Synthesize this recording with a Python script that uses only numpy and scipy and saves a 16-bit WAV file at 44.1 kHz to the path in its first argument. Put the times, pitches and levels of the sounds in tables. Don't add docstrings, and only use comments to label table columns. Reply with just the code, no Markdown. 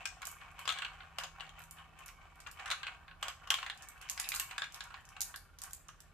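import sys
import numpy as np
from scipy import signal
from scipy.fft import rfft, irfft, next_fast_len
from scipy.io import wavfile
from scipy.ndimage import uniform_filter1d

SR = 44100
rng = np.random.default_rng(int(sys.argv[2]) if len(sys.argv) > 2 else 0)


def unload_wav(signal):
    wavfile.write(
        sys.argv[1],
        SR,
        np.round(np.clip(np.atleast_2d(signal).T, -1, 1) * 32767).astype(np.int16),
    )


N = 270333
TIME = np.arange(N) / SR
AGE = TIME[:int(.09 * SR)]


def from_db(db):
    return 10 ** (np.asarray(db) / 20)


def rms_one(x):
    return x / np.sqrt(np.mean(x ** 2) + 1e-20)


def attack_one(sound):
    return sound / np.sqrt(np.mean(sound[:, :SR // 125] ** 2))


def at_hz(points, hz, axis=1):
    points = np.array(points)
    return np.interp(np.log(np.maximum(hz, 1)), np.log(points[:, 0]), points[:, axis])


def filtered(sound, order, edge_hz, kind):
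    return signal.sosfilt(signal.butter(order, edge_hz, kind, fs=SR, output="sos"), sound)


def add(out, s, sound, pan_db):
    start = max(round(s * SR), 0)
    gains = rms_one(from_db([[pan_db / 2], [-pan_db / 2]]))
    out[:, start:start + sound.shape[1]] += (gains * sound)[:, :max(N - start, 0)]


def drift(rate):
    knots = rng.standard_normal(4096)
    return np.interp(TIME * rate, np.arange(len(knots)), knots) * np.sqrt(3 / 2)


def ripple(hz, spacing_hz):
    return np.interp(hz / spacing_hz, np.arange(256), rng.standard_normal(256)) * np.sqrt(3 / 2)


def bump(hz, centre, octaves):
    return 1 / (1 + (np.log2(hz / centre) / octaves) ** 2)


# pitch_hz, likeness (0 to 1)
LEFT_RIGHT_LIKENESS = [(50, 0.78), (300, 0.27), (700, 0.89), (1400, 0.68), (3000, 0.51), (6000, 0),
                       (14000, 0.03)]


def spread(mid, side, hz):
    alike = np.clip(at_hz(LEFT_RIGHT_LIKENESS, hz), -.99, .99)
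    return np.sqrt(1 + alike) * mid + np.sqrt(1 - alike) * side * np.array([[1], [-1]])


def coloured(pair, colour):
    size = next_fast_len(N)
    hz = np.arange(size // 2 + 1) * SR / size
    spectrum = spread(*rfft(pair, size), hz) * from_db(at_hz(colour, hz))
    return rms_one(irfft(spectrum, size)[:, :N])


# pitch_hz, relative_level_db
AIR_COLOUR = [(20, -37.5), (31, -1.5), (41, 3.5), (55, -1.5), (80, -1), (100, -9), (128, -7), (200, -16),
              (330, -20.5), (700, -21.5), (1500, -32.5), (3500, -31.5), (8000, -39.5), (14000, -41.5)]
# pitch_hz, level_db
HUM_TONES = [(80, -76), (161, -76)]
# time_s, gain_db
HUM_SWELL = [(0, 0), (1.6, 9.5), (2.3, -0.5), (3.2, 4), (3.8, -5.5), (6.1, 2)]


def still_room(air_db=-63, waver_db=2):
    sound = from_db(air_db) * coloured(rng.standard_normal((2, N)), AIR_COLOUR)
    swell_db = np.interp(TIME, *np.transpose(HUM_SWELL))
    for hz, db in HUM_TONES:
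        level = from_db(db + swell_db + waver_db * drift(1.5))
        sound = sound + level * np.sin(2 * np.pi * hz * TIME + .5 * drift(2.07))
    return sound * from_db([[-.6], [.6]])


# pitch_hz, time_to_fall_60_db_s, echo_energy_against_direct_sound_db
ROOM_ECHOES = [(390, 0.27, -12), (1260, 0.19, -6.5), (3020, 0.26, -6), (6970, 0.36, -7),
               (14000, 0.25, -6.5)]


def room(x, build_s=0.0053, thicken_s=.05):
    age = TIME[:int(.6 * SR)]
    edges = np.geomspace(250, 17000, 11)
    density = np.minimum(.015 + .05 * (age / thicken_s) ** 2, 1)
    arrivals = (rng.random(len(age)) < density) / np.sqrt(density)
    response = 0
    for low, high in zip(edges, edges[1:]):
        hz = np.sqrt(low * high)
        echoes = filtered(arrivals * rng.standard_normal((2, len(age))), 2, [low, high], "band")
        decay = from_db(-60 * age / at_hz(ROOM_ECHOES, hz))
        build = 1 - np.exp(-(age / build_s) ** 2)
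        tail = rms_one(spread(*echoes, hz) * decay * build)
        band_share = np.sqrt(2 * (high - low) / SR / len(age))
        response = response + tail * from_db(at_hz(ROOM_ECHOES, hz, axis=2)) * band_share
    return signal.fftconvolve(x, response, axes=1)[:, :N]


def grazes(count=14, level_db=-64):
    return [(when * N / SR, level_db, 0) for when in rng.random(count)]


# (treble tilt per octave, up to 0.6 octave either side of 9500 Hz)
GLASS_CLINKS = [(0.074, -42.5, -26), (0.2533, -39, -4), (0.2701, -36, 4), (0.2901, -54, -6),
                (0.3146, -46.5, 3), (0.5922, -47.5, 3), (0.615, -57, 4), (1.186, -43, 2), (1.2365, -49, -6),
                (1.5924, -53, 9), (1.6189, -54, 3), (1.6386, -52.5, 3), (1.7101, -44, 4.5),
                (1.99, -54.5, -4), (2.0607, -47, 0), (2.0819, -47.5, -2), (2.403, -49.5, -9),
                (2.5137, -47.5, 3), (3.7756, -53, -5), (3.8231, -47.5, -8), (3.8297, -51, -10),
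                (3.8866, -44.5, 1), (4.0147, -49, -3), (4.098, -29.5, 2), (4.199, -29, -1),
                (4.2892, -30, 6), (4.3484, -33, 3), (4.3534, -47, -4), (4.3604, -34.5, -4),
                (4.3652, -38, -2), (4.398, -28, 1), (4.7227, -50.5, -4), (4.7442, -41.5, -4.5),
                (4.839, -49.5, -10), (5.053, -54.5, -5), (5.0899, -52, -5), (5.2065, -31, 0),
                (5.2163, -28, 1.5), (5.3605, -40.5, -5), (5.5871, -47.5, -6), (5.6179, -39.5, -4),
                (5.6365, -39, -4), (5.7087, -51, 1), (5.7328, -37.5, 1), (5.8844, -48.5, -13),
                (6.0042, -50, -4)]
# pitch_hz, relative_level_db
GLASS_COLOUR = [(600, -53), (1500, -7), (2500, -8.5), (4000, -4), (6000, 1.5), (7700, 5), (9700, -1),
                (12300, 0.5), (13800, -0.5), (15500, -47)]


def clinks(crack_s=0.00028, ring_s=0.0072, ring_db=-14, patchy_db=3, room_db=2, pan_db=-2.5):
    direct, feed = np.zeros((2, 2, N))
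    size = 1024
    age = AGE[:size]
    hz = np.arange(size // 2 + 1) * SR / size
    fade = np.exp(-age / crack_s) + from_db(ring_db) * np.exp(-age / ring_s)
    fade = fade * (1 - np.exp(-age / .0001))
    for s, level_db, bright_db in list(GLASS_CLINKS) + grazes():
        tilt_db = bright_db * np.clip(np.log2((hz + 1) / 9500), -.6, .6)
        colour = from_db(at_hz(GLASS_COLOUR, hz) + tilt_db + patchy_db * ripple(hz, spacing_hz=703))
        phases = np.exp(2j * np.pi * rng.random((2, len(hz))))
        crack = filtered(irfft(colour * phases) * fade, 2, 1100, "high")
        energy = np.sum(crack ** 2, axis=1, keepdims=True)
        crack = from_db(level_db) * crack / np.sqrt(energy / (.003 * SR))
        add(direct, s, crack, pan_db)
        add(feed, s, crack * from_db(room_db), 0)
    return direct, feed


def resonance_db(resonances, hz, between_db):
    power = from_db(between_db) ** 2
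    for centre, width, db in resonances:
        power = power + from_db(db) ** 2 / (1 + (2 * (hz - centre) / width) ** 2)
    return 10 * np.log10(power)


# pitch_hz, width_hz, gain_db
BLOCK_RESONANCES = [(551, 12, 7.5), (765, 35, 1.5), (1118, 20, 6.5), (1370, 96, -9), (1428, 40, 3),
                    (1646, 60, 5.5), (2815, 89, -6.5), (3484, 22, -15.5), (3580, 24, -12), (4170, 94, -1.5),
                    (4980, 35, 7), (6130, 180, -1.5), (6740, 99, 3), (7640, 240, 3.5), (8430, 230, 1.5)]


def plastic(colour, t60, count):
    hz = np.geomspace(colour[0][0], colour[-1][0], count) * (1 + rng.uniform(-.003, .003, count))
    decay_s = t60 * from_db(rng.normal(0, 2.45, (count, 1)))
    level_db = at_hz(colour, hz) + resonance_db(BLOCK_RESONANCES, hz, between_db=-3.5)
    sines = np.sin(2 * np.pi * hz[:, None] * AGE) * from_db(-60 * AGE / decay_s)
    return hz, level_db, sines


def strike(modes, accent_db):
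    hz, level_db, sines = modes
    mid, side = rng.choice([-1, 1], (2, len(hz)))
    return attack_one((spread(mid, side, hz) * from_db(level_db + accent_db)) @ sines)


def ping(hz, t60):
    lag_s = rng.normal(0, 5e-5, (2, 1))
    return attack_one(np.sin(2 * np.pi * hz * (AGE + lag_s)) * from_db(-60 * AGE / t60))


def blow_sounds(blows, peak_octaves=0.13, snap_s=0.012, wall_trim_db=-1.0, tick_trim_db=-1.5):
    cavity = plastic([(430, -21.5), (600, -14.5), (850, -2.0), (1200, 3), (2050, 3.0)], t60=0.098, count=130)
    wall = plastic([(2000, -1.5), (3300, -0.5), (4200, -3), (4800, -9.5)], t60=0.044, count=120)
    tick = plastic([(4700, 3.5), (7500, 3.5), (10000, -4), (13000, -4), (15000, -23)], t60=0.039, count=170)
    out = np.zeros((2, N))
    for s, cavity_hz, boom_db, wall_hz, clack_db, contact_db, snap_db, pan_db in blows:
        hardness = from_db(np.clip(snap_db, -6, 13))
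        snap = 1 + (hardness - 1) * np.exp(-AGE / snap_s)
        boom = strike(cavity, 8 * bump(cavity[0], cavity_hz, peak_octaves))
        boom = boom + from_db(-5) * ping(cavity_hz, t60=0.063)
        clack = strike(wall, 9 * bump(wall[0], wall_hz, peak_octaves))
        clack = clack + from_db(-10) * np.sqrt(hardness) * ping(wall_hz, t60=0.019)
        contact = strike(tick, 5 * ripple(tick[0], spacing_hz=297.8))
        blow = from_db(boom_db) * attack_one(boom)
        blow = blow + from_db(clack_db + wall_trim_db) * attack_one(clack * snap)
        blow = blow + from_db(contact_db + tick_trim_db) * attack_one(contact * snap)
        add(out, s, blow, pan_db)
    return filtered(out, 3, 480, "high")


def chatter(hits, blows, again_db=-22):
    out = np.zeros((2, N))
    high = filtered(hits, 2, 1500, "high")
    delays_s = rng.uniform(0.0057, 0.019, (len(blows), 2))
    for (s, *_), pair in zip(blows, delays_s):
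        start = round(s * SR)
        touch = high[:, start:start + 256]
        touch = touch * np.exp(-AGE[:touch.shape[1]] / .0015)
        for delay_s in pair:
            add(out, s + delay_s, from_db(again_db) * touch, 0)
    return out


# start_s, cavity_pitch_hz, cavity_level_db, wall_pitch_hz,
# wall_level_db, tick_level_db
WALL_KNOCKS = [(0.0554, 1593, -43.5, 2460, -35.5, -37.5), (0.2185, 1410, -49, 2130, -49, -50),
               (0.2282, 1080, -49, 2180, -46, -59), (0.4134, 1880, -53.5, 2780, -57, -79),
               (0.591, 1064, -49.5, 2600, -49.5, -68), (0.602, 1120, -66, 2200, -54, -71),
               (0.6549, 1060, -47.5, 2670, -47, -49), (0.6908, 1300, -38.5, 3730, -30, -42.5),
               (0.7228, 1360, -51, 3520, -42, -46), (0.7732, 1640, -49, 3060, -47, -66),
               (0.787, 1610, -45, 3100, -39.5, -50), (0.8205, 1460, -42, 2580, -37, -52),
               (0.8482, 1530, -46.5, 2700, -37, -54), (1.0052, 1440, -51, 2140, -50, -88),
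               (1.2094, 1680, -47, 2880, -63, -55), (1.3983, 1120, -55, 3000, -50, -71),
               (1.4068, 1410, -51, 2950, -42, -56), (1.4659, 1130, -64, 3000, -58, -69),
               (1.4922, 1130, -59, 3200, -53.5, -61), (1.603, 736, -54.5, 2400, -59, -64),
               (1.785, 1530, -62, 3100, -59, -81), (2.0878, 1440, -56, 2190, -52.5, -62),
               (2.464, 1400, -49.5, 2600, -47, -70), (2.471, 1126, -45.5, 2790, -52.5, -53.5),
               (2.5954, 1810, -50.5, 2620, -48.5, -58), (2.6582, 1560, -43.5, 2880, -46, -51),
               (2.6782, 1100, -46.5, 3600, -51, -54), (2.7129, 1320, -40, 3860, -32, -39.5),
               (2.8314, 1590, -43, 3100, -40.5, -57.5), (2.868, 1420, -46.5, 2570, -38, -55),
               (2.878, 1470, -46, 2680, -46, -64), (3.081, 1610, -54.5, 2330, -54.5, -83),
               (3.1126, 1510, -55, 2640, -55.5, -89), (3.4734, 1170, -48, 3020, -50, -55),
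               (3.5123, 1098, -37.5, 3030, -53, -57), (3.586, 1230, -44.5, 4300, -45, -64),
               (3.6286, 1067, -40.5, 2700, -41.5, -55), (3.6635, 1980, -44, 2470, -42, -52.5),
               (3.6987, 1760, -43, 3410, -38, -52.5), (4.0235, 1550, -54.5, 2980, -54.5, -58),
               (4.088, 1750, -56, 2230, -50, -50), (4.1765, 1570, -48, 2200, -44, -45),
               (4.1963, 1980, -45, 2430, -44.5, -43), (4.2422, 1740, -58, 3750, -44, -49),
               (4.3191, 1220, -51, 2390, -35, -43.5), (4.3399, 1110, -44, 4000, -40.5, -45),
               (4.3977, 1800, -45.5, 2720, -38.5, -52), (4.3637, 1450, -48.5, 2420, -52, -56),
               (4.5108, 1165, -50, 2670, -44, -52.5), (4.641, 1620, -55, 2490, -44, -53),
               (4.9056, 1330, -51.5, 2600, -58, -68), (4.8063, 1640, -45.5, 3660, -42, -47),
               (4.9414, 1057, -47, 2450, -48, -61), (5.1653, 1280, -52, 2640, -49.5, -62),
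               (5.341, 1660, -46, 3500, -50.5, -78), (5.8875, 1230, -50.5, 2940, -55, -74)]
TAP_COUNT = 8
TAP_CAVITY_DB, TAP_WALL_DB, TAP_TICK_DB = -9, -5.5, -20
TAP_CAVITY_HZ, TAP_WALL_HZ, PIECE_SPREAD_OCTAVES = 1370, 2680, 0.11


def wall_blows(rumble_db, snap_db=0.5, pan_spread_db=2):
    rows = list(WALL_KNOCKS)
    for when, piece in rng.random((TAP_COUNT, 2)):
        i = int(when * N)
        db = rumble_db[i]
        pitch = 2 ** (PIECE_SPREAD_OCTAVES * (2 * piece - 1))
        rows.append((TIME[i], pitch * TAP_CAVITY_HZ, db + TAP_CAVITY_DB,
                     pitch * TAP_WALL_HZ, db + TAP_WALL_DB, db + TAP_TICK_DB))
    places = rng.standard_normal(len(rows))
    return [(*row, snap_db, pan_spread_db * place) for row, place in zip(rows, places)]


# start_s, cavity_pitch_hz, cavity_level_db, wall_pitch_hz, wall_level_db, tower_thud_level_db,
# first_instant_snap_db (kept within -6 to 13 when played), left_against_right_db,
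# rebound_delay_s, rebound_against_landing_db, rebound_tick_against_clack_db
MARBLE_DROPS = [(0.6773, 1270, -38.5, 3280, -33.5, -67, -2, 4, 0.0234, -2, -9),
                (1.1851, 1160, -41.5, 3040, -36.5, -50, 4, 0, 0.051, -7, 0),
                (2.7024, 1377, -40.5, 3800, -37.5, -55, -5, -0.5, 0.0175, 1.5, -9),
                (3.2273, 1250, -39.5, 3040, -35.5, -51.5, -5, 0, 0.055, -5, -1.5),
                (3.504, 1090, -37, 3200, -24, -53, 20, 1, 0.0372, -5.5, -9.5),
                (4.5808, 1630, -37.5, 3570, -37, -69, 6, 0, 0.039, 1, -9)]


def thuds(rebound_thud_db=-3):
    tower = plastic([(440, -10.5), (570, 4.5), (760, 10)], t60=0.064, count=16)
    out = np.zeros((2, N))
    for s, _, _, _, _, thud_db, _, pan_db, gap_s, *_ in MARBLE_DROPS:
        add(out, s, from_db(thud_db) * strike(tower, 0), pan_db)
        add(out, s + gap_s, from_db(thud_db + rebound_thud_db) * strike(tower, 0), pan_db)
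    return filtered(out, 2, 350, "high")


def drop_blows(landing_tick_db=-5.5, settle_share=0.9, settle_db=-21.5):
    blows = []
    for (s, cavity_hz, boom_db, wall_hz, clack_db, _, snap_db, pan_db,
         gap_s, rebound_db, rebound_tick_db) in MARBLE_DROPS:
        landings = [(s, 0, landing_tick_db),
                    (s + gap_s, rebound_db, rebound_tick_db),
                    (s + gap_s * (1 + settle_share), rebound_db + settle_db, rebound_tick_db)]
        for at, db, tick_db in landings:
            blows.append((at, cavity_hz, boom_db + db, wall_hz, clack_db + db,
                          clack_db + db + tick_db, snap_db + db, pan_db))
    return blows


# time_s, rumble_level_db, rasp_level_db
STEADY_ROLL = [(0.0, -61, -67.5), (0.85, -60.5, -62), (1.3, -63.5, -71), (2.5, -66.5, -68),
               (2.8, -57, -60.5), (3.15, -65.5, -76), (3.9, -61, -64), (4.35, -57, -63), (4.68, -65, -66),
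               (5.35, -64.5, -76), (5.55, -69.5, -76.5), (6.12, -70, -75.5)]
# peak_s, rumble_level_db, rasp_level_db
MARBLE_SWOOPS = [(0.01, -55.5, -53.5), (0.29, -55.5, -58.5), (0.43, -59.5, -57.5), (0.485, -62.5, -65),
                 (0.609, -57.5, -54.5), (0.77, -52, -49.5), (0.86, -55, -58), (0.93, -56, -61),
                 (1.03, -59, -63), (1.22, -53, -54), (1.39, -56, -62.5), (1.45, -56.5, -60),
                 (1.593, -58, -58), (1.801, -57.5, -60), (2.009, -58.5, -58.5), (2.07, -60, -64.5),
                 (2.23, -60, -64.5), (2.4, -62, -68), (2.612, -52, -52.5), (2.68, -50.5, -51),
                 (2.9, -57.5, -56), (3.268, -50, -51), (3.44, -57, -63.5), (3.6, -58, -50.5),
                 (3.83, -59, -62.5), (4.05, -72, -56.5), (4.26, -73, -49.5), (4.42, -57, -56),
                 (4.529, -53.5, -55), (4.762, -56.5, -60), (4.86, -56, -65), (4.962, -56.5, -60.5),
                 (5.13, -58.5, -65), (5.21, -59.5, -61), (5.29, -61, -67), (5.659, -55, -62.5)]


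def roll_levels(rise_s=0.029, fall_s=0.037):
    s, *steady_db = np.transpose(STEADY_ROLL)
    times = TIME[::SR // 1000]
    power = from_db([np.interp(times, s, db) for db in steady_db]) ** 2
    for at, *peak_db in MARBLE_SWOOPS:
        width_s = np.where(times < at, rise_s, fall_s)
        swell = np.exp(-((times - at) / width_s) ** 2)
        power = power + np.outer(from_db(peak_db) ** 2, swell)
    return [np.interp(TIME, times, 10 * np.log10(p)) for p in power]


def narrow_gutter(roll, from_s=4.3, until_s=4.4, share=0.55, lowest_hz=1000):
    thin = filtered(roll, 2, lowest_hz, "high")
    there = np.clip((TIME - from_s) / (until_s - from_s), 0, 1) * share
    return np.sqrt(1 - there) * roll + np.sqrt(there) * thin


# pitch_hz, width_hz, gain_db (before it wanders)
FUNNEL_RESONANCES = [(776, 79, 7), (966, 21, 5.5), (1092, 41, 6.5), (1178, 75, 2), (1403, 71, -2),
                     (1538, 22, 1.5), (1832, 110, 3), (2243, 43, 2), (2446, 77, -3), (2610, 93, 2.5),
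                     (2988, 140, 2.5)]


def rolling(level_db, colour, bumps_per_s=700, size_db=0.5, judder_db=2.0, judder_rate=80,
            valley_db=-9, wander_db=4, wander_rate=11):
    sizes = from_db(size_db * np.minimum(rng.exponential(1, N), 4)) * rng.choice([-1, 1], (2, N))
    touching = rng.random(N) < bumps_per_s / SR
    taps = sizes * touching * from_db(judder_db * drift(judder_rate))
    taps = coloured(taps, colour)
    ringing = from_db(valley_db) * taps
    for hz, width, db in FUNNEL_RESONANCES:
        answer = signal.lfilter(*signal.iirpeak(hz, hz / width, fs=SR), taps)
        ringing = ringing + from_db(db + wander_db * drift(wander_rate)) * answer
    power = uniform_filter1d(np.mean(ringing ** 2, axis=0), SR // 16)
    even = ringing / np.sqrt(np.abs(power) + 1e-6)
    return from_db(level_db) * even


# pitch_hz, relative_level_db
RUMBLE_COLOUR = [(300, -14), (520, -4), (760, 1), (1150, 3.5), (1650, 7.5), (2100, -18.5), (3000, -19.5)]
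# pitch_hz, relative_level_db
RASP_COLOUR = [(1500, -18.5), (2200, 2), (3200, -7.5), (4000, -13), (5000, -14), (8000, -9), (14000, -81)]


def scene(roll_room_db=-6):
    rumble_db, rasp_db = roll_levels()
    rumble = narrow_gutter(rolling(rumble_db, RUMBLE_COLOUR))
    roll = rumble + rolling(rasp_db, RASP_COLOUR)
    blows = drop_blows() + wall_blows(rumble_db)
    hits = blow_sounds(blows)
    hits = hits + chatter(hits, blows) + thuds()
    glass, glass_feed = clinks()
    echoes = room(hits + glass_feed + from_db(roll_room_db) * roll)
    return roll + hits + glass + echoes + still_room()


def record(dry, soft_hz=14600, cutoff_hz=16400):
    soft = filtered(dry, 10, soft_hz, "low")
    return signal.sosfilt(signal.cheby2(14, 60, cutoff_hz, fs=SR, output="sos"), soft)


dry = scene()
out = record(dry)
unload_wav(out)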